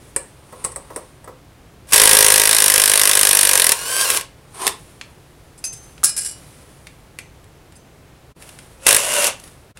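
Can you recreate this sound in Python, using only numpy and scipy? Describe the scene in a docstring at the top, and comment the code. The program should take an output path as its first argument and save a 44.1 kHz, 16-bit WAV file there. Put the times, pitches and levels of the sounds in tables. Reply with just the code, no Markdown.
"""Impact wrench on a steel axle

In a workshop, pliers knock onto a nut and a cordless wrench hammers it about fifty times a second: noise
cracks over ringing modes. Gear noise and a whine follow as the bolt spins free; scrapes draw it out.
Steel is put down with a clink and a jangle of modes, and a second driver gives a short burst.
The power tools stand drier, as if nearer, than the small parts; the blows overload the microphone."""
import sys
import numpy as np
from scipy import signal
from scipy.fft import rfft, irfft
from scipy.io import wavfile

SR = 44100
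rng = np.random.default_rng(int(sys.argv[2]) if len(sys.argv) > 2 else 0)


def wrap_up_sound(samples):
    """Save the sound to the file named by the first command line argument, as 16-bit audio."""
    columns = np.atleast_2d(samples).T
    # keep every value between -1 and 1, then stretch to whole-number steps
    tamed = np.clip(columns, -1, 1)
    steps = np.round(tamed * 32767).astype(np.int16)
    wavfile.write(sys.argv[1], SR, steps)


N = 431738
TIME = np.arange(N) / SR

# Table levels are relative; most sources set a further gain on top.

# hammer speed from first blow to last; the wrench slows as the nut gives: (time [s], rate [blows/s])
WRENCH_RATE = [(1.941, 52.7), (2.45, 52.42), (2.56, 55.21), (2.66, 50.73), (3.2, 50.88), (3.45, 49.55),
               (3.6, 45.85), (3.73, 35.42)]
DRIVER_RATE = [(8.8665, 43), (8.91, 52.5), (8.97, 54)]
# blows are hardest while the nut is tight:
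# (nut gives [s], easing length [s], tight level [dB], eased level [dB])
WRENCH_FORCE = (2.15, .28, 5, .3)
DRIVER_FORCE = (8.885, .06, 3.5, 0)
# colour of hammer on anvil: (frequency [Hz], density [dB per Hz])
CRACK_COLOUR = [(60, -32), (100, -27.5), (270, -24.5), (420, -11), (520, -6.5), (710, -11), (950, -6),
                (1400, -8.5), (1700, -1.5), (2400, -4), (7200, -6), (9300, 1.5), (11700, -3), (12800, -14),
                (15500, -18)]
# socket and anvil, quickly damped by the nut: (frequency [Hz], level [dB], t60 [s])
SOCKET_MODES = [(1660, -21, 0.024), (1950, -20, 0.018), (3757, -24.5, 0.021), (5340, -17, 0.023),
                (5740, -17, 0.017), (6300, -18, 0.016), (8520, -12.5, .016), (9124, -10.5, 0.012),
                (9540, -9, .015), (10200, -12, 0.017), (10740, -16, 0.015), (11400, -14, .018)]
# axle and steering arm: (frequency [Hz], level [dB], t60 [s])
AXLE_MODES = [(362, -19, .1), (422.7, -11.5, 0.13), (525, -7.5, 0.14), (565.5, -21, 0.066),
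              (722, -11, 0.18), (935, -0.5, 0.14), (1060, -9, 0.12), (1266, -6.5, .06), (1650, -7, 0.06),
              (1945, -9, .07)]
# socket and drive clack as they catch and let go: (time [s], level [dB])
CLACKS = [(1.889, -32), (1.9325, 10), (4.012, -4), (4.1025, -1.5), (4.1725, -5), (4.2106, -15),
          (4.6676, -1.5), (4.6768, -2), (8.8824, -3), (9.2428, -3), (9.2687, -5), (9.399, -30),
          (9.439, -28), (9.4768, -35)]
AXLE_FOLLOWS_FORCE = 1.5  # a tight nut passes more into the axle: dB for each dB of the blows


def hammer(rebound_s=.0036, rebound_db=-7, axle_lag_s=.0025, alike_hz=2500):
    """Each blow cracks, rebounds on the nut and rings socket and axle; only its low part repeats."""
    wrench_s, driver_s = blow_times(WRENCH_RATE), blow_times(DRIVER_RATE)
    s = np.concatenate([wrench_s, driver_s])
    s = s + .00006 * rng.standard_normal(len(s))
    db = np.concatenate([force_db(wrench_s, WRENCH_FORCE), force_db(driver_s, DRIVER_FORCE)])
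    db = db + .8 * rng.standard_normal(len(s))
    blows = np.column_stack([s, db])
    rebound_times = s + rebound_s * rng.uniform(.85, 1.15, len(s))
    rebounds = np.column_stack([rebound_times, db + rebound_db])

    # one noise burst shared by every blow gives the low part
    t = TIME[:SR // 10]
    burst = rng.standard_normal(len(t)) * from_db(-60 * t / .039)
    low_pass = signal.butter(2, alike_hz, "low", fs=SR, output="sos")
    high_pass = signal.butter(2, alike_hz, "high", fs=SR, output="sos")
    repeated = signal.oaconvolve(clicks(blows), burst)[:N]
    alike = from_db(-7) * signal.sosfilt(low_pass, repeated)
    # fresh noise gives the treble of each blow and the whole of each rebound
    unlike = from_db(-0.5) * signal.sosfilt(high_pass, crack(blows, t60=.013))
    unlike += crack(rebounds, t60=.011)

    socket = ring(np.vstack([blows, rebounds]), SOCKET_MODES, spread_db=4)
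    axle_hits = np.column_stack([s + axle_lag_s, AXLE_FOLLOWS_FORCE * db])
    axle = ring(axle_hits, AXLE_MODES, spread_db=2)
    clacks = from_db(-3.5) * crack(CLACKS, t60=.021)
    cracks = colour(alike + unlike + clacks, CRACK_COLOUR)
    return cracks + from_db(-1) * socket + from_db(-30.3) * axle


def blow_times(rate):
    """The moments at which the hammer meets the anvil: each whole turn of the summed rate."""
    s, per_s = np.transpose(rate)
    t = TIME[(TIME >= s[0]) & (TIME <= s[-1])]
    struck = np.cumsum(np.interp(t, s, per_s)) / SR
    return np.interp(np.arange(struck[-1]), struck, t)


def force_db(t, force):
    """Strength of the blows, easing off as the nut gives."""
    gives_s, easing_s, tight_db, eased_db = force
    return tight_db + (eased_db - tight_db) * ramp(t, gives_s, easing_s)


# one pull of each trigger: (pressed [s], socket catches [s], released [s],
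# gear noise under the hammer [dB], running free [dB], rise as the loose nut rattles [dB])
WRENCH_PULL = (1.87, 1.922, 4.17, -22.7, -28.7, 9.6)
DRIVER_PULL = (8.8, 8.865, 9.272, -20.5, -20.5, 4.5)
# housing colours: (frequency [Hz], density [dB per Hz])
WRENCH_BODY = [(88, -52.5), (150, -29.5), (253, -17.5), (509, -0.5), (766, -8), (1040, -4), (1200, -6.5),
               (1600, -6), (1870, -4), (2650, -2.5), (3480, -5.5), (4840, -4), (6860, -4.5), (9540, 2),
               (15500, -13.5)]
DRIVER_BODY = [(88, -48), (150, -27.5), (471, -16), (561, -0.5), (812, -13.5), (948, -10.5), (1170, -9),
               (1480, -13), (2270, -10.5), (2760, -13), (3980, -16.5), (10100, -7), (15500, -33)]
# housing resonances: (frequency [Hz], width [Hz], level [dB])
WRENCH_PEAKS = [(544, 250, -17.5), (1080, 68, -13.5), (1630, 67, -13.5), (2700, 430, -24), (5450, 300, -22),
                (9400, 320, -19.5)]
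DRIVER_PEAKS = [(552, 36, -11.5), (956, 65, -30), (1466, 36, -20), (2730, 200, -7)]
# swells of the gear whine at speed: (strongest at [s], rise [s], fall [s], level [dB])
WRENCH_WHINE = [(4.015, .28, .2, -24.5)]
DRIVER_WHINE = [(8.88, .04, .08, -26), (9.18, .19, .19, -22.7)]
# pitch of the gear mesh wherever the whine is heard, before flutter: (time [s], frequency [Hz])
WRENCH_MESH = [(3.72, 1380), (3.84, 1440), (3.9, 1545), (4.035, 1602), (4.06, 1410), (4.18, 1200),
               (4.26, 800)]
DRIVER_MESH = [(8.82, 524), (8.88, 570), (9.06, 598), (9.14, 602), (9.2, 580), (9.4, 545)]
# lines of the whine: (multiple of the mesh pitch, level [dB])
WRENCH_ORDERS = [(.67, -15.5), (1, -4), (2, -7.5), (3, -3.5), (3.501, -14.5), (4, -8), (4.999, -0.5),
                 (6, -5), (7, -9.5)]
DRIVER_ORDERS = [(1, -2.5), (1.66, -12), (2.6, -10), (4.78, -7), (15.5, -6)]


def motors():
    """The wrench and the driver each run once: gear noise and whine, fading after release."""
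    drive = drive_gain(WRENCH_PULL, WRENCH_RATE, WRENCH_FORCE)
    wrench = from_db(-1) * gears(drive, WRENCH_BODY, WRENCH_PEAKS, rattle_db=3, peaks_db=-0.5)
    wrench += whine(WRENCH_WHINE, WRENCH_MESH, WRENCH_ORDERS, WRENCH_PEAKS, flutter=.0033, lift_db=7)
    drive = drive_gain(DRIVER_PULL, DRIVER_RATE, DRIVER_FORCE)
    driver = from_db(-1) * gears(drive, DRIVER_BODY, DRIVER_PEAKS, rattle_db=3, peaks_db=-4)
    driver += whine(DRIVER_WHINE, DRIVER_MESH, DRIVER_ORDERS, DRIVER_PEAKS, flutter=.01, lift_db=1.5)
    return run_down(wrench, WRENCH_PULL) + run_down(driver, DRIVER_PULL)


SPIN_UP_DB_PER_S, SPUN_UP_DB = 420, -29  # the unloaded motor grows louder until the socket catches
SURGE_DB, SURGE_S = 5, .07  # the gears jolt as they take the load
GEARS_FOLLOW_FORCE = .9  # dB of gear noise for each dB of the blows
LOOSE_AFTER_S, LOOSENING_S = .11, .17  # after the last blow: smooth running, then a growing rattle


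def drive_gain(pull, rate, force):
    """The motor spins up, jolts and labours under the hammer, then runs free and grows louder."""
    pressed_s, catches_s, _, loaded_db, free_db, loose_db = pull
    last_blow_s = rate[-1][0]
    starting = SPUN_UP_DB - SPIN_UP_DB_PER_S * (catches_s - TIME)
    surge = SURGE_DB * np.exp(-np.abs(TIME - catches_s) / SURGE_S)
    loaded = loaded_db + surge + GEARS_FOLLOW_FORCE * force_db(TIME, force)
    free = free_db + loose_db * ramp(TIME, last_blow_s + LOOSE_AFTER_S, LOOSENING_S)
    level_db = np.select([TIME < catches_s, TIME < last_blow_s], [starting, loaded], free)
    return (TIME > pressed_s) * from_db(level_db)


def gears(drive, body, peaks, rattle_db, peaks_db):
    """Teeth or sliding steel grind unevenly inside a body, which adds its resonances."""
    grind = rng.standard_normal(N) * from_db(rattle_db * drift(700))
    grind /= grind.std()
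    resonances = sum(from_db(db + peaks_db) * resonate(grind, hz, width) for hz, width, db in peaks)
    return drive * (colour(grind, body) + resonances)


def whine(swells, mesh, orders, peaks, flutter, lift_db):
    """The gear mesh sings at a moving pitch; lines swell as they cross a housing resonance."""
    pitch = np.interp(TIME, *np.transpose(mesh))
    phase = 2 * np.pi * np.cumsum(pitch * (1 + flutter * drift(500))) / SR
    lines = strokes(swells) * sum(from_db(db) * np.sin(k * phase) for k, db in orders)
    lifted = np.zeros(N)
    for hz, width_hz, _ in peaks:
        b, a = signal.iirpeak(hz, hz / width_hz, fs=SR)
        lifted += signal.lfilter(b, a, lines)
    return lines + from_db(lift_db) * lifted


def run_down(x, pull, fade_db_per_s=290, extra_treble_db_per_s=170, treble_hz=5500):
    """Once the trigger is released the motor fades, its treble faster still."""
    coasting_s = np.maximum(TIME - pull[2], 0)
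    low, high = split(x, treble_hz)
    dulled = low + high * from_db(-extra_treble_db_per_s * coasting_s)
    return from_db(-fade_db_per_s * coasting_s) * dulled


# pliers knock on the nut: (time [s], bright click level [dB], axle thud level [dB])
KNOCKS = [(0.1624, -5, -20), (.525, -40, -25), (.642, -17, -30), (0.6472, -7, -18.5), (.719, -25, -44),
          (0.7605, -17, -22), (0.903, -46, -23.5), (.961, -14, -18), (1.243, -32, -34), (1.276, -52, -23.5)]
# pliers' own ring: (frequency [Hz], level [dB], t60 [s])
PLIERS_MODES = [(7990, -6, 0.03), (8550, -26, 0.4), (8700, -13, 0.11), (9400, -15, .15)]
# colours of the click and of the thud: (frequency [Hz], density [dB per Hz])
KNOCK_CLICK = [(300, -9.5), (1000, -12.5), (1900, -4), (3200, -21.5), (5200, -12.5), (7000, -15), (8200, 6),
               (9600, 2), (11500, -12), (15500, -36)]
KNOCK_THUD = [(150, -23), (340, 1), (520, 7), (750, -5.5), (1100, 0), (1450, -13), (2000, -20), (3000, -28),
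              (5000, -26)]


def knocks():
    """The pliers click against the nut and the axle thuds behind it: noise bursts with modes."""
    s, click_db, thud_db = np.transpose(KNOCKS)
    bright, dull = np.column_stack([s, click_db]), np.column_stack([s, thud_db])
    jaws = ring(bright, PLIERS_MODES, spread_db=2)
    axle = ring(dull, AXLE_MODES, spread_db=2.5)
    click = from_db(-5.5) * colour(crack(bright, t60=.038), KNOCK_CLICK) + from_db(-14) * jaws
    thud = from_db(-14.5) * axle + from_db(-8) * colour(crack(dull, t60=.12), KNOCK_THUD)
    return click + thud


# pliers are seated and the bolt drawn out: (strongest at [s], rise [s], fall [s], level [dB])
SCRAPES = [(.65, .3, .15, -44), (.96, .5, .3, -48), (4.55, .025, .1, -43), (4.62, .05, .07, -25),
           (4.67, .08, .055, -21.5)]
# colour of steel on steel: (frequency [Hz], density [dB per Hz])
SCRAPE_BODY = [(100, -40), (250, -23), (400, -9), (560, -22), (680, -6), (1080, -7), (1500, -16),
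               (2100, -16.5), (4600, -18), (7500, -19.5), (9000, -7), (11500, -21), (15500, -38)]
# resonances of the scraped steel: (frequency [Hz], width [Hz], level [dB])
SCRAPE_PEAKS = [(412, 70, -16), (1037, 56, -9.5), (8800, 310, -21)]


def scraping():
    """Uneven slips excite the axle and the sliding steel."""
    return from_db(-3) * gears(strokes(SCRAPES), SCRAPE_BODY, SCRAPE_PEAKS, rattle_db=2, peaks_db=1.5)


# a small steel piece clinks as it is put down and, in the last two rows, faintly in the hand:
# (time [s], touch level [dB], ring level [dB])
CLINKS = [(5.577, -38, -55), (5.641, -18, -19), (5.665, -28, -38), (5.727, -27, -36), (5.765, -37, -50),
          (5.832, -42, -56), (7.188, -44, -46), (7.755, -42, -48)]
# modes of the small piece and of the dropped tool: (frequency [Hz], level [dB], t60 [s])
SMALL_STEEL_MODES = [(2580, -8, 0.06), (4950, -2, .055), (5200, -17, 0.093), (6262, -8, 0.56),
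                     (8200, -16, .07), (9900, -3, 0.1), (11000, -9, .06)]
TOOL_MODES = [(1634, -9.5, 0.31), (2420, -16, .34), (2930, -16, 0.35), (3950, -19, 0.35), (4200, -13, .33),
              (4700, -8, 0.31), (5155, -9, 0.36), (5630, -12, 0.28), (5766, -14, 0.29), (6918, -19, .18),
              (7327, -8, .25), (7970, -14, 0.201), (8500, -5, 0.17), (8150, 0, 0.24), (8560, -7, 0.14),
              (9500, -8, 0.12), (9800, 0, 0.13), (10060, 5, 0.18), (10140, -2, 0.22), (10500, -19, 0.091)]
# a steel tool drops and bounces, one end first:
# (time [s], other end after [s], first end level [dB], other end level [dB])
BOUNCES = [(6.038, .006, -7, -6), (6.165, .012, -13, -10), (6.248, .012, -16, -17)]
# its grip meets the floor just before the steel: (time [s], level [dB])
GRIP_KNOCK = [(6.0325, -22.5)]
# colours of touching steel, first landing and grip: (frequency [Hz], density [dB per Hz])
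TOUCH_COLOUR = [(120, -54), (200, -29), (1190, -29), (1590, -18), (3070, -22), (4410, -18), (5110, -7),
                (6710, -16), (7220, -4.5), (10200, -2.5), (15500, -40)]
LANDING_COLOUR = [(200, -11.5), (700, -19), (1350, -7), (2400, -32), (5000, -5), (10000, 5), (13000, -8),
                  (15500, -12)]
GRIP_COLOUR = [(200, -12), (700, -14), (1350, 1), (2200, -17), (9000, -14), (15500, -30)]


def loose_steel():
    """Steel pieces touch and chatter: a short crash, then their own modes."""
    clinks = np.array(CLINKS)
    small_ring = ring(clinks[:, [0, 2]], SMALL_STEEL_MODES, spread_db=1.5)
    small_touches = chatter(clinks[:, :2], length_s=.014, first_db=-4.5, fade_db=-2)
    small_crash = colour(crack(small_touches, t60=.049), TOUCH_COLOUR)
    small = from_db(-1) * small_ring + from_db(-10.5) * small_crash

    ends = []
    for s, after_s, first_db, other_db in BOUNCES:
        ends += [(s, first_db), (s + after_s, other_db)]
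    touches = chatter(ends, length_s=.065, first_db=-7, fade_db=-9)
    tool_ring = ring(touches, TOOL_MODES, spread_db=2.5)
    tool_crash = colour(crack(touches, t60=.038), TOUCH_COLOUR)
    tool = from_db(-20) * tool_ring + from_db(-5.5) * tool_crash
    # the first blow on the floor, on both ends
    landing = from_db(-1) * colour(crack(ends[:2], t60=.038), LANDING_COLOUR)
    grip = colour(crack(GRIP_KNOCK, t60=.06), GRIP_COLOUR)
    return small + tool + grip + landing


def chatter(hits, length_s, first_db, fade_db, count=6):
    """Every touch is followed by a few weaker ones at uneven moments."""
    hits = np.array(hits)
    late = (np.arange(count) + rng.random((len(hits), count))) / count  # 0 to 1 over the chatter
    after_s = hits[:, :1] + length_s * late
    after_db = hits[:, 1:] + first_db + fade_db * late
    return np.vstack([hits, np.column_stack([after_s.ravel(), after_db.ravel()])])


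# plastic ticks of the handled tools: (time [s], body level [dB], bright edge level [dB])
TICKS = [(5.0125, -17.5, -29), (5.9795, -31, -38), (6.8695, -23, -26), (7.1877, -17.5, -15.5),
         (7.442, -42, -35), (7.7223, -37, -35), (8.4235, -28, -24), (8.491, -28, -22), (8.5884, -26, -25),
         (9.772, -29, -25)]
# hands and sleeves rub on the tools: (strongest at [s], rise [s], fall [s], level [dB])
RUBS = [(.03, .1, .8, -51.5), (1, .3, .3, -56), (4.8, .6, .55, -50), (5.85, .6, .4, -52),
        (6.42, .5, .9, -48), (8.42, .05, .6, -44.5), (9.45, .2, .2, -46)]
# colours of ticks and rubbing: (frequency [Hz], density [dB per Hz])
TICK_COLOUR = [(400, -7), (1200, -7), (2400, 2), (4200, -5), (6000, -9), (9500, -4), (12000, -16),
               (15500, -31)]
RUB_COLOUR = [(500, 4.5), (1500, -0.5), (4000, -4), (7000, -4.5), (10000, 3), (12500, -10), (15500, -15)]


def handling(edge_hz=6500):
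    """Dry ticks, some duller than others, and faint rubbing, all from shaped noise."""
    ticks = np.array(TICKS)
    body, _ = split(crack(ticks[:, [0, 1]], t60=.03), edge_hz)
    _, edge = split(crack(ticks[:, [0, 2]], t60=.027), edge_hz)
    rub = colour(rng.standard_normal(N) * from_db(1.3 * drift(60)), RUB_COLOUR)
    return from_db(-6.5) * colour(body + edge, TICK_COLOUR) + strokes(RUBS) * rub


# decay of the room: (frequency [Hz], t60 [s])
ROOM_T60 = [(200, 0.36), (1000, 0.28), (4000, .3), (12000, 0.14)]


def workshop(x, wet_db, first_echo_s=.0055, count=7):
    """Adds a diffuse room tail of noise bands, the treble dying soonest."""
    t, tail = TIME[:SR // 2], 0
    edges = np.geomspace(100, 18000, count + 1)
    for low, high in zip(edges, edges[1:]):
        band_pass = signal.butter(2, [low, high], "band", fs=SR, output="sos")
        band = signal.sosfilt(band_pass, rng.standard_normal(len(t)))
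        tail = tail + band * from_db(-60 * t / at_hz(ROOM_T60, np.sqrt(low * high)))
    tail = tail * (t > first_echo_s)
    return x + from_db(wet_db) * signal.oaconvolve(x, tail / np.linalg.norm(tail))[:N]


# colour of the room air: (frequency [Hz], density [dB per Hz])
AIR_COLOUR = [(25, -14), (55, 0), (80, -3.5), (120, -2), (170, -7), (205, -12.5), (250, -10), (400, -11.5),
              (1500, -22), (2600, -25), (6000, -32), (10000, -33), (15500, -39)]
# low room drone: (frequency [Hz], width [Hz], level [dB])
AIR_DRONE = [(58, 6, -16), (142, 14, -11.5)]


def room_air():
    """A soft rush of coloured noise with a low drone of narrow noise bands."""
    rush = colour(rng.standard_normal(N), AIR_COLOUR)
    drone = sum(from_db(db) * resonate(rng.standard_normal(N), hz, width) for hz, width, db in AIR_DRONE)
    return from_db(-46.7) * (rush + drone)


# moments at which the level dips briefly: (time [s])
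DIPS = [8.342, 9.738]


def dips(depth_db=-30, half_s=.024):
    """Gain over time: the level dips briefly twice."""
    return from_db(depth_db * sum(np.maximum(1 - np.abs(TIME - s) / half_s, 0) for s in DIPS))


def crack(hits, t60, spread_db=0):
    """Countless short-lived modes: a burst of noise that dies after each hit."""
    keep = from_db(-60 / (t60 * SR))
    envelope = signal.lfilter([1], [1, -keep], clicks(hits, spread_db) + 1e-18)
    return envelope * rng.standard_normal(N)


def ring(hits, modes, spread_db):
    """Each hit strikes every damped mode with a strength of its own."""
    out = np.zeros(N)
    for hz, db, t60 in modes:
        r, w = from_db(-60 / (t60 * SR)), 2 * np.pi * hz / SR
        strikes = clicks(hits, spread_db) + 1e-18
        out += from_db(db) * signal.lfilter([0, np.sin(w)], [1, -2 * r * np.cos(w), r * r], strikes)
    return out


def clicks(hits, spread_db=0):
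    """One impulse for each (time [s], level [dB]) row."""
    hits, out = np.array(hits), np.zeros(N)
    level_db = hits[:, 1] + spread_db * rng.standard_normal(len(hits))
    out[np.round(hits[:, 0] * SR).astype(int)] = from_db(level_db)
    return out


def strokes(rows, range_db=20):
    """Gain of sounds that gain range_db over their rise and lose it over their fall."""
    gain = 0
    for s, rise_s, fall_s, db in rows:
        away = np.maximum((s - TIME) / rise_s, (TIME - s) / fall_s)
        gain = gain + from_db(db - range_db * away)
    return gain


def colour(x, spectrum, size=4096):
    """Causal minimum-phase filter with the given spectrum; white noise keeps its power."""
    gain = from_db(at_hz(spectrum, np.arange(size // 2 + 1) * SR / size))
    cepstrum = irfft(np.log(gain))
    # folding the cepstrum forward makes the response causal
    cepstrum[1:size // 2] *= 2
    cepstrum[size // 2 + 1:] = 0
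    response = irfft(np.exp(rfft(cepstrum)))
    return signal.oaconvolve(x, response / np.linalg.norm(response))[:N]


def resonate(x, hz, width_hz):
    """One resonance; white noise keeps its power."""
    b, a = signal.iirpeak(hz, hz / width_hz, fs=SR)
    return signal.lfilter(b, a, x) * np.sqrt(SR / (np.pi * width_hz))


def split(x, hz):
    """The parts below and above a frequency."""
    return [signal.sosfilt(signal.butter(3, hz, kind, fs=SR, output="sos"), x) for kind in ("low", "high")]


def drift(per_s):
    """Smooth chance with a spread near 1, through per_s random points a second."""
    knots = rng.standard_normal(N // 8)
    return np.interp(TIME * per_s, np.arange(len(knots)), knots)


def ramp(t, start_s, length_s):
    """Goes from 0 to 1 over the given stretch."""
    return np.clip((t - start_s) / length_s, 0, 1)


def at_hz(points, hz):
    """Read a table on a log-frequency axis."""
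    points = np.array(points)
    return np.interp(np.log(np.maximum(hz, 1)), np.log(points[:, 0]), points[:, 1])


def from_db(db):
    """Decibels to gain."""
    return 10 ** (np.asarray(db) / 20)


def scene():
    """Power tools and, with more room around them, small parts, over still air."""
    power_tools = workshop(hammer() + motors(), wet_db=-14)
    small_parts = workshop(knocks() + scraping() + loose_steel() + handling(), wet_db=-10)
    return (dips() * (power_tools + small_parts + room_air()))[None]


def record(dry, ceiling=.92, cutoff_hz=15800):
    """The microphone input clips on the blows; the top of the treble is cut."""
    clipped = np.clip(dry, -ceiling, ceiling)
    return signal.sosfilt(signal.ellip(10, .1, 70, cutoff_hz, fs=SR, output="sos"), clipped)


dry = scene()
out = record(dry)
wrap_up_sound(out)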